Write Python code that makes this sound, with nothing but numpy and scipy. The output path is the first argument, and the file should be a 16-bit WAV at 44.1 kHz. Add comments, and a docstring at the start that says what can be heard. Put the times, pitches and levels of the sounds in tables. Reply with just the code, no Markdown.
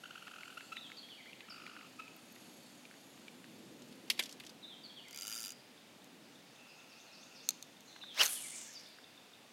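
"""Fishing on a calm forest pond. A reel's gears whir and the tackle knocks, while treefrogs trill and
a bird sings over soft forest air. The lure leaves the water with two bubbly slaps and a trail of drops.
The bird sings again and the reel's brake, the drag, ratchets. A small frog starts ticking; a far bird
and a far treefrog join in. The bail, the wire arm that holds the line, clicks open. Amid the bird's
third song and a few frog-like pips, the rod swishes and the line hisses off the spool."""
import sys
import numpy as np
from scipy import signal
from scipy.fft import rfft, irfft
from scipy.io import wavfile
from scipy.ndimage import uniform_filter1d

SR = 44100
rng = np.random.default_rng(int(sys.argv[2]) if len(sys.argv) > 2 else 0)


def unload_wav(signal):
    """Save mono or channel-first audio to the path in sys.argv[1] as 16-bit WAV at rate SR, clipped to [-1, 1]."""
    wavfile.write(
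        sys.argv[1],
        SR,
        np.round(np.clip(np.atleast_2d(signal).T, -1, 1) * 32767).astype(np.int16),
    )


N = 419832
T = np.arange(N) / SR


def reel():
    """Turning gears make the reel's case ring with a throbbing whir, until the lure is out."""
    # loudness of the winding: (time [s], level [dB])
    winding = [(0.0, -68), (0.65, -65), (1.02, -71), (2.11, -70), (2.4, -64.5), (4.07, -71.5), (4.3, -72),
               (4.6, -86)]
    # tones the case rings at: (pitch [Hz], width [Hz], level [dB])
    case_modes = [(2780, 450, -4), (3600, 110, 2.5), (4450, 290, 2), (6610, 230, 0), (6950, 160, 0),
                  (7500, 620, -5), (9330, 340, -3.5), (11300, 280, -2.5), (12800, 400, -10)]
    throb_db = 1.5 * noise_band(hz=30, width_hz=25.04)
    gears = rng.standard_normal(N)
    whir = 0
    for k, mode in enumerate(case_modes):
        waver_db = 2.1 * noise_band(hz=0, width_hz=9)
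        whir += (-1) ** k * resonate(gears, [mode]) * amp(waver_db)
    return amp(curves(winding)[0] + throb_db) * unit(whir)


def knocks_and_pips():
    """Light tackle knocks, two thin high ticks, and a few late, short frog-like pips near 1.4 kHz."""
    # light knocks and late frog-like pips: (time [s], level [dB], pitch [Hz])
    blips = [(0.2778, -39.5, 1490), (0.4319, -37.5, 2200), (0.6055, -41, 1670), (0.7673, -34.5, 2160),
             (0.8994, -44, 1410), (0.9164, -37.5, 2060), (1.33, -40.5, 2640), (1.4052, -38, 2350),
             (1.6639, -36.5, 2260), (1.7643, -40, 1400), (2.0783, -44, 2480), (2.8514, -45, 2440),
             (2.9106, -45.5, 1710), (3.2807, -38.5, 2300), (3.4412, -43.5, 1770), (7.961, -41.5, 1430),
             (8.013, -45, 2750), (8.036, -43, 1360), (8.985, -45.5, 1460)]
    # thin ticks: (time [s], peak level [dB])
    thin_ticks = [(2.165, -45), (2.325, -47)]
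    out = np.zeros(N)
    faint_knocks = scattered_events(span_s=(.5, 3.4), db=-47.5, hz=1850, count=8)
    for s, db, hz in [*blips, *faint_knocks]:
        modes = [(hz, 330, 0), (3600, 2500, -21)]
        add(out, s + .001045, strike(db + .7, modes, contact_s=.0024, grit=1))
    for s, db in thin_ticks:
        add(out, s, strike(db, [(14500, 2500, 0)], contact_s=.001, grit=.5))
    return out


def splash(db, rise_s, decay_s, centre_hz, thud_db, count=72, size=4000):
    """One hit on the water rings a cloud of tiny bubbles, with a hiss of spray and a dull thud."""
    t = T[:size]
    since = np.maximum(t - rise_s, 0)
    # a quick slap, then a weak patter
    shape = np.minimum(t / rise_s, 1) * (np.exp(-since / decay_s) + amp(-15.5) * np.exp(-since / .025))
    spread = .28 * np.clip(rng.standard_normal((count, 1)), -2, 2)
    hz = np.minimum(centre_hz * np.exp(spread), SR / 3)
    born = rng.uniform(0, 1, (count, 1)) ** 2 * (rise_s + 4 * decay_s)
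    age = np.maximum(t - born, 0)
    strength = np.interp(born, t, shape) * rng.choice([-1, 1], (count, 1))
    bubbles = (strength * np.sin(2 * np.pi * hz * age) * np.exp(-age * centre_hz / 12)).sum(axis=0)
    spray = shape * resonate(rng.standard_normal(size), [(5340, 2700, .5), (11500, 2500, .2)])
    thud = shape * resonate(rng.standard_normal(size), [(596, 320, 0)])
    sound = unit(bubbles) + amp(-8.5) * unit(spray) + amp(thud_db) * unit(thud)
    return amp(db) * sound / np.abs(sound).max()


def lure():
    """The lure slaps the water twice, and drops fall back into the pond."""
    # slaps: (time [s], level [dB], rise [s], decay [s], bubble pitch [Hz], thud level [dB])
    slaps = [(4.0998, -16.7, 0.0011, 0.006, 3380, -42), (4.191, -19.5, 0.00455, 0.00456, 2700, -13)]
    # falling drops: (time [s], level [dB], bubble pitch [Hz])
    drops = [(4.176, -40, 3450), (4.224, -32.5, 4900), (4.235, -31.5, 5200), (4.256, -39, 4000),
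             (4.292, -39.5, 5100), (4.311, -45, 5500), (4.324, -38.5, 5850), (4.399, -38, 2780),
             (4.464, -41, 4730), (4.493, -41.5, 4470)]
    droplets = scattered_events(span_s=(3.8, 4.55), db=-47.5, hz=4380, count=7)
    out = np.zeros(N)
    for s, *slap in slaps:
        add(out, s, splash(*slap))
    for s, db, hz in [*drops, *droplets]:
        add(out, s, splash(db, rise_s=.0014, decay_s=.0052, centre_hz=hz, thud_db=-26))
    return cut_lows(out, hz=250)


def drag():
    """Pulled line makes a small catch click over a toothed wheel, louder when it runs faster."""
    # speed of the pull: (time [s], clicks [1/s])
    pull = [(5.0837, 32.5), (5.137, 60), (5.235, 102), (5.40, 118), (5.465, 99), (5.525, 57)]
    # tones the drag rings at: (pitch [Hz], width [Hz], level [dB])
    drag_modes = [(1384, 66, 1.5), (2430, 310, -5), (2950, 190, 1.5), (3670, 260, -2.5), (4580, 63, 0),
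                  (4815, 26, 14), (5760, 1450, 0), (7100, 930, -0.5), (7450, 39, 4), (9300, 2600, -5),
                  (12600, 600, -3.5), (15000, 1400, -12.5)]
    clicks, scrape_level = np.zeros(N), np.zeros(N)
    # between clicks the catch scrapes up the next tooth
    scrape = unit(resonate(rng.standard_normal(N), drag_modes))
    pull_s, rate = np.transpose(pull)
    for s in beats(pull):
        speed = np.interp(s, pull_s, rate) / rate.max()
        db = -32 + 20 * np.log10(speed ** .72) + 1.9 * rng.standard_normal()
        add(clicks, s, strike(db, drag_modes, contact_s=.0013, grit=.75))
        add(scrape_level, s, amp(db) * np.exp(-T[:2000] / .0073))
    return clicks + amp(-20.5) * scrape_level * scrape


def bail_and_guides():
    """The bail snaps open, and the line flicks the guides, the rings along the rod."""
    # hard clicks: (time [s], peak level [dB])
    clicks = [(6.044, -44.5), (7.4896, -11.5), (7.5064, -26.5), (7.6262, -31), (7.807, -44), (8.146, -43),
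              (8.2332, -17.5), (8.255, -21), (8.26, -17), (8.2646, -19), (8.279, -25), (8.737, -41)]
    # tones the bail and guides ring at: (pitch [Hz], width [Hz], level [dB])
    bail_modes = [(1260, 150, -18.5), (2410, 380, -18.5), (3660, 210, -8), (4310, 170, -3.5),
                  (6340, 380, -1.5), (7260, 650, -8.5), (8430, 820, -11), (12100, 740, -12.5),
                  (14700, 1200, -22)]
    out = np.zeros(N)
    for s, db in clicks:
        add(out, s, strike(db, bail_modes, contact_s=.0026, grit=.062))
    return out


def rod_swing():
    """The rod leaves swirls of air that sound higher and louder as its thin tip whips past."""
    # the broad rush of air: (frequency [Hz], level [dB])
    swish = [(100, -62), (200, -31), (350, -18), (550, -7.5), (1000, -9), (1700, -6), (2700, -8),
             (4000, -7.5), (5500, -5), (8000, -19), (15000, -24)]
    loudest_s, rise_db_per_s, fall_db_per_s = 8.213, 465, 350
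    fastest_s, whip_s, slow_hz, fast_hz = 8.211, .027, 1203, 3050
    db = -24 - np.maximum(rise_db_per_s * (loudest_s - T), fall_db_per_s * (T - loudest_s))
    hz = slow_hz + (fast_hz - slow_hz) / (1 + ((T - fastest_s) / whip_s) ** 2)
    # the main tone stands out only at the fastest part of the swing
    tones = (hz / hz.max()) ** 2 * noise_band(hz, 560) + amp(-9) * noise_band(1.75 * hz, 600)
    return amp(np.maximum(db, -200)) * (tones + amp(-3.5) * noise(swish))


def flying_line():
    """The line jerks off the spool; as it slows, its hiss gets quieter, lower and narrower."""
    release_s, flight_s, jerk_s, rise_db_per_s = 8.238, .94, .014, 480
    slow_hz, fast_hz = 1694, 10920
    flown_s = np.maximum(T - release_s, 0)
    speed = np.clip(1 - flown_s / flight_s, 0, 1)
    jerk = np.exp(-flown_s / jerk_s)
    db = -42.5 + 5 * jerk - rise_db_per_s * np.clip(release_s - T, 0, .5)
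    hz = slow_hz + (fast_hz - slow_hz) * speed
    width_hz = 4300 * (speed + .5 * jerk)
    rub = noise([(100, -40), (300, -14), (1500, -5.5), (3000, -2),
                 (6000, -1), (11000, -10), (16000, -19)])
    # loose coils tick against the guides and flutter
    touches = (rng.random(N) < 160 / SR) * rng.standard_normal(N) + 1e-18
    ticks = amp(-11.5) * unit(resonate(touches, [(6430, 1900, .21), (11500, 3500, -4)]))
    hiss = amp(-3.5) * noise_band(hz, width_hz) + amp(-1.5) * noise_band(hz, 1.7 * width_hz)
    flutter = amp(1.6 * noise_band(0, 250) + 1.2 * noise_band(0, 45) - .1)
    return amp(db) * speed ** 2.34 * ((hiss + amp(-7.5) * rub) * flutter + ticks)


def treefrogs(pulse_s=.012, fade_db_per_s=11, harmonics_db=(0, -2, -17, -22, -24)):
    """Treefrogs trill in even, slowly fading runs of short pulses, and add longer peeps."""
    # trills: (first pulse [s], last pulse [s], pulses [count], level [dB], pitch [Hz])
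    trills = [(.04, 0.059, 2, -44.8, 1460), (.11, .11, 1, -46.5, 1380), (.158, .18, 2, -46.5, 1427),
              (.227, .273, 2, -47, 1410), (.316, .528, 10, -48.5, 1399), (1.488, 1.85, 20, -50.8, 1330)]
    # peeps after a trill: (middle time [s], level [dB], pitch [Hz], nominal length [s])
    peeps = [(0.577, -43, 1341, 0.018), (.727, -42, 1320, .022), (2, -44, 1285, .026)]
    out, pulses = np.zeros(N), []
    for first, last, count, db, hz in trills:
        for s in np.linspace(first, last, round(count)):
            pulse_db = db - fade_db_per_s * (s - first) + 1.1 * rng.standard_normal()
            pulses.append((s, pulse_db, hz * (1 + .015 * rng.standard_normal()), pulse_s))
    for s, db, hz, length_s in [*pulses, *peeps]:
        position = np.linspace(-1, 1, int(1.5 * length_s * SR))
        # the shorter the pulse, the more its pitch rises
        glide = 6 * (.00249 / length_s) ** 2 * position
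        pitch = hz * (1 + glide + .28 * rng.standard_normal(len(position)))
        phase = 2 * np.pi * np.cumsum(pitch) / SR
        tone = sum(amp(level) * np.sin(k * phase) for k, level in enumerate(harmonics_db, 1))
        add(out, s - len(tone) / SR / 2, amp(db + 1) * np.cos(position * np.pi / 2) ** 4 * tone)
    return out


def small_frog(pitch_hz=3600, tick_s=.006):
    """A small frog on the bank ticks a little unevenly, getting faster and louder."""
    # pace of the ticking: (time [s], ticks [1/s], peak level [dB])
    ticking = [(5.76, 3.3, -54.5), (9.45, 7.5, -48.5)]
    out, t = np.zeros(N), T[:int(tick_s * SR)]
    tick = np.hanning(len(t)) * np.sin(2 * np.pi * pitch_hz * t)
    db = curves(ticking)[1]
    for s in beats(ticking):
        early, louder = rng.standard_normal(2)
        add(out, s - .03 * early, amp(np.interp(s, T, db) + 1.5 * louder) * tick)
    return out


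def whistle(length_s, pitches_hz, db, quaver, size=8000):
    """One bird note swells and fades as it glides through its pitches with a slight wobble."""
    progress = np.linspace(0, 1, min(int(length_s * SR), size))
    wobble = unit(uniform_filter1d(rng.standard_normal(size), size=80))[:len(progress)]
    hz = np.interp(progress, np.linspace(0, 1, len(pitches_hz)), pitches_hz)
    phase = 2 * np.pi * np.cumsum(hz * (1 + quaver * wobble)) / SR
    return amp(db) * signal.windows.tukey(len(progress), .35) * np.sin(phase)


def near_bird():
    """A bird sings three times; nearby leaves smear each note and far trunks add a long echo."""
    # notes: (time into the song [s], length [s], start [Hz], middle [Hz], end [Hz], level [dB])
    phrase = [(0, 0.041, 4060, 3573, 3860, 1.5), (0.041, .095, 4098, 3397, 3010, -2.5),
              (.209, .038, 4850, 4400, 4150, 1.5), (0.27, 0.0224, 3433, 3273, 3260, -2),
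              (.335, .055, 3700, 3093, 2810, -1), (0.414, 0.0474, 2535, 2200, 2007, -5),
              (.5, .05, 1900, 2300, 2520, -5), (0.668, .035, 1650, 1740, 1890, -10.5),
              (.738, .036, 5530, 4716, 4670, 2)]
    # songs: (time [s], level [dB])
    songs = [(.757, -52.5), (4.624, -53), (8.01, -51.5)]
    voice = np.zeros(N)
    for start, song_db in songs:
        for s, length_s, *hz, db in phrase:
            add(voice, start + s, whistle(length_s, hz, song_db + db, quaver=.023))
    leaves = amp(-8) * echoes(voice, fade_s=.12, dull_hz=9000)
    trunks = amp(-5) * echoes(voice, fade_s=1.8, dull_hz=4630)
    return amp(1) * voice + leaves + trunks


def far_birds(start_s=6.215, period_s=.226, first_db=-69.5, growth_db=2.5):
    """An echoing two-note see-saw grows louder; one stray call sounds during it and two just after."""
    # the two notes: (time into the pair [s], level [dB], start [Hz], end [Hz])
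    pair = [(0, 0.5, 5520, 4130), (.077, -2.5, 5970, 6780)]
    # stray calls: (time [s], level [dB], start [Hz], end [Hz])
    calls = [(7.059, -63, 4730, 3580), (7.85, -63, 6920, 5860), (7.871, -58.5, 4330, 3640)]
    seesaw = [(start_s + k * period_s + s, first_db + k * growth_db + db, *hz)
              for k in range(6) for s, db, *hz in pair]
    voice = np.zeros(N)
    for s, db, *hz in [*seesaw, *calls]:
        add(voice, s, whistle(.055, hz, db, quaver=.0503))
    return amp(-1.5) * voice + amp(-.5) * echoes(voice, fade_s=1, dull_hz=8800)


def far_treefrog():
    """A far treefrog's trill blurs into a drone."""
    # loudness of the drone: (time [s], level [dB])
    drone = [(6.4, -92), (6.6, -65), (7.4, -66), (7.7, -76)]
    return amp(curves(drone)[0]) * (noise_band(2650, 420) + amp(-10) * noise_band(1330, 260))


def forest_air():
    """The air gives a steady hush, with a low rustle that swells and sinks."""
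    # the hush: (frequency [Hz], level [dB])
    hush = [(18, -61), (30, -31), (53, -42), (112, -9), (239, -4.5), (394, -6.5), (740, -5.5),
            (1100, -10.5), (2060, -10.5), (2540, -9.5), (3670, -11), (5450, -16), (6900, -18), (14000, -26),
            (16000, -29)]
    # the low rustle: (frequency [Hz], level [dB])
    rustle = [(24, -77), (40, -41), (133, -8), (246, 2.5), (331, -3), (440, -9.5), (490, -7), (591, -12.5),
              (686, -21), (1000, -26), (1300, -53), (2200, -120)]
    # loudness of the rustle: (time [s], level [dB])
    swell = [(0.0, -68), (2.62, -62), (2.86, -65), (3.79, -56.5), (4.03, -58.5), (5.09, -65.5), (5.73, -68),
             (6.12, -63), (6.79, -71.5), (7.74, -66.5), (7.95, -68.5), (8.43, -67), (8.72, -70),
             (9.52, -71)]
    return amp(-61) * noise(hush) + amp(curves(swell)[0] + .5) * noise(rustle)


def echoes(x, fade_s, dull_hz):
    """Sound bounces off trunks and banks, dying away by 60 dB in fade_s."""
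    t = T[:SR]
    tail = rng.standard_normal(SR) * amp(-60 * t / fade_s) * (1 - np.exp(-t / .0057))
    tail = signal.sosfilt(signal.butter(2, dull_hz, fs=SR, output="sos"), tail)
    return signal.oaconvolve(x, tail / np.linalg.norm(tail))[:N]


def strike(db, modes, contact_s, grit, size=4000):
    """A short, gritty pulse rings a set of tones, peaking at db."""
    force = grit * rng.standard_normal(size) * np.exp(-np.arange(size) / SR / contact_s)
    force[0] += 1
    sound = resonate(force, modes)
    return amp(db) * sound / np.abs(sound).max()


def resonate(x, modes):
    """Let x ring a set of tones (pitch [Hz], width [Hz], level [dB]), added with alternating signs."""
    out = 0
    for k, (hz, width, db) in enumerate(modes):
        r = np.exp(-np.pi * width / SR)
        ring = signal.lfilter([1, 0, -1], [1, -2 * r * np.cos(2 * np.pi * hz / SR), r * r], x)
        out += (-1) ** k * amp(db) * (1 - r * r) / 2 * ring
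    return out


def noise(spectrum):
    """Noise shaped by rows of (frequency [Hz], level [dB])."""
    hz, db = np.transpose(spectrum)
    bins_hz = np.arange(N // 2 + 1) * SR / N
    gain = amp(np.interp(np.log(bins_hz + 1), np.log(hz), db))
    return unit(irfft(rfft(rng.standard_normal(N)) * gain, N))


def noise_band(hz, width_hz):
    """A band of noise whose centre and width may move; at 0 Hz it is a random waver."""
    steps = np.cumsum(np.broadcast_to(width_hz, N)) / SR
    a, b = (np.interp(steps, np.arange(len(p)), p) for p in rng.standard_normal((2, N // 2)))
    phase = 2 * np.pi * np.cumsum(np.broadcast_to(hz, N)) / SR
    return unit(a * np.cos(phase) + b * np.sin(phase))


def beats(rows):
    """Times of a beat whose pace follows rows of (time [s], beats [1/s])."""
    s, rate = np.transpose(rows)[:2]
    t = np.arange(s[0], s[-1], 1 / SR)
    turns = np.cumsum(np.interp(t, s, rate)) / SR
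    return np.interp(np.arange(int(turns[-1]) + 1), turns, t)


def scattered_events(span_s, db, hz, count):
    """Small random events spread over a span: (time [s], level [dB], pitch [Hz])."""
    when, size, pitch = rng.uniform(0, 1, (count, 3)).T
    s = span_s[0] + (span_s[1] - span_s[0]) * (np.arange(count) + when) / count
    return zip(s, db + 5 * (size - .5), hz * 2 ** (pitch - .5))


def cut_lows(x, hz):
    """Turn down everything below hz."""
    return signal.sosfilt(signal.butter(2, hz, "high", fs=SR, output="sos"), x)


def curves(rows):
    """Join the rows of a table by straight lines in time."""
    s, *columns = np.transpose(rows)
    return [np.interp(T, s, c) for c in columns]


def add(track, s, sound):
    """Mix a short sound in at time s."""
    at = max(round(s * SR), 0)
    track[at:at + len(sound)] += sound[:max(N - at, 0)]


def amp(db):
    """Turn decibels into a volume factor."""
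    return 10 ** (np.asarray(db) / 20)


def unit(x):
    """Scale to an average (rms) level of 1."""
    return x / np.sqrt(np.mean(x ** 2) + 1e-20)


def scene():
    """Close tackle and water with faint echoes, animals around the pond, and forest air behind."""
    near = reel() + knocks_and_pips() + bail_and_guides() + drag() + lure()
    near += cut_lows(rod_swing() + flying_line(), hz=150)
    near += amp(-25.5) * echoes(near, fade_s=.64, dull_hz=4970)
    frogs = treefrogs() + small_frog()
    # leaves scatter mostly the high tones, so the frogs' echoes are thin and bright
    frogs += amp(-6) * echoes(cut_lows(frogs, hz=2200), fade_s=1, dull_hz=4970)
    return (near + frogs + near_bird() + far_birds() + far_treefrog() + forest_air())[None]


def record(dry, cutoff_hz=15900):
    """The very highest treble is cut off steeply."""
    return signal.sosfilt(signal.ellip(10, .1, 70, cutoff_hz, fs=SR, output="sos"), dry)


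dry = scene()
out = record(dry)
unload_wav(out)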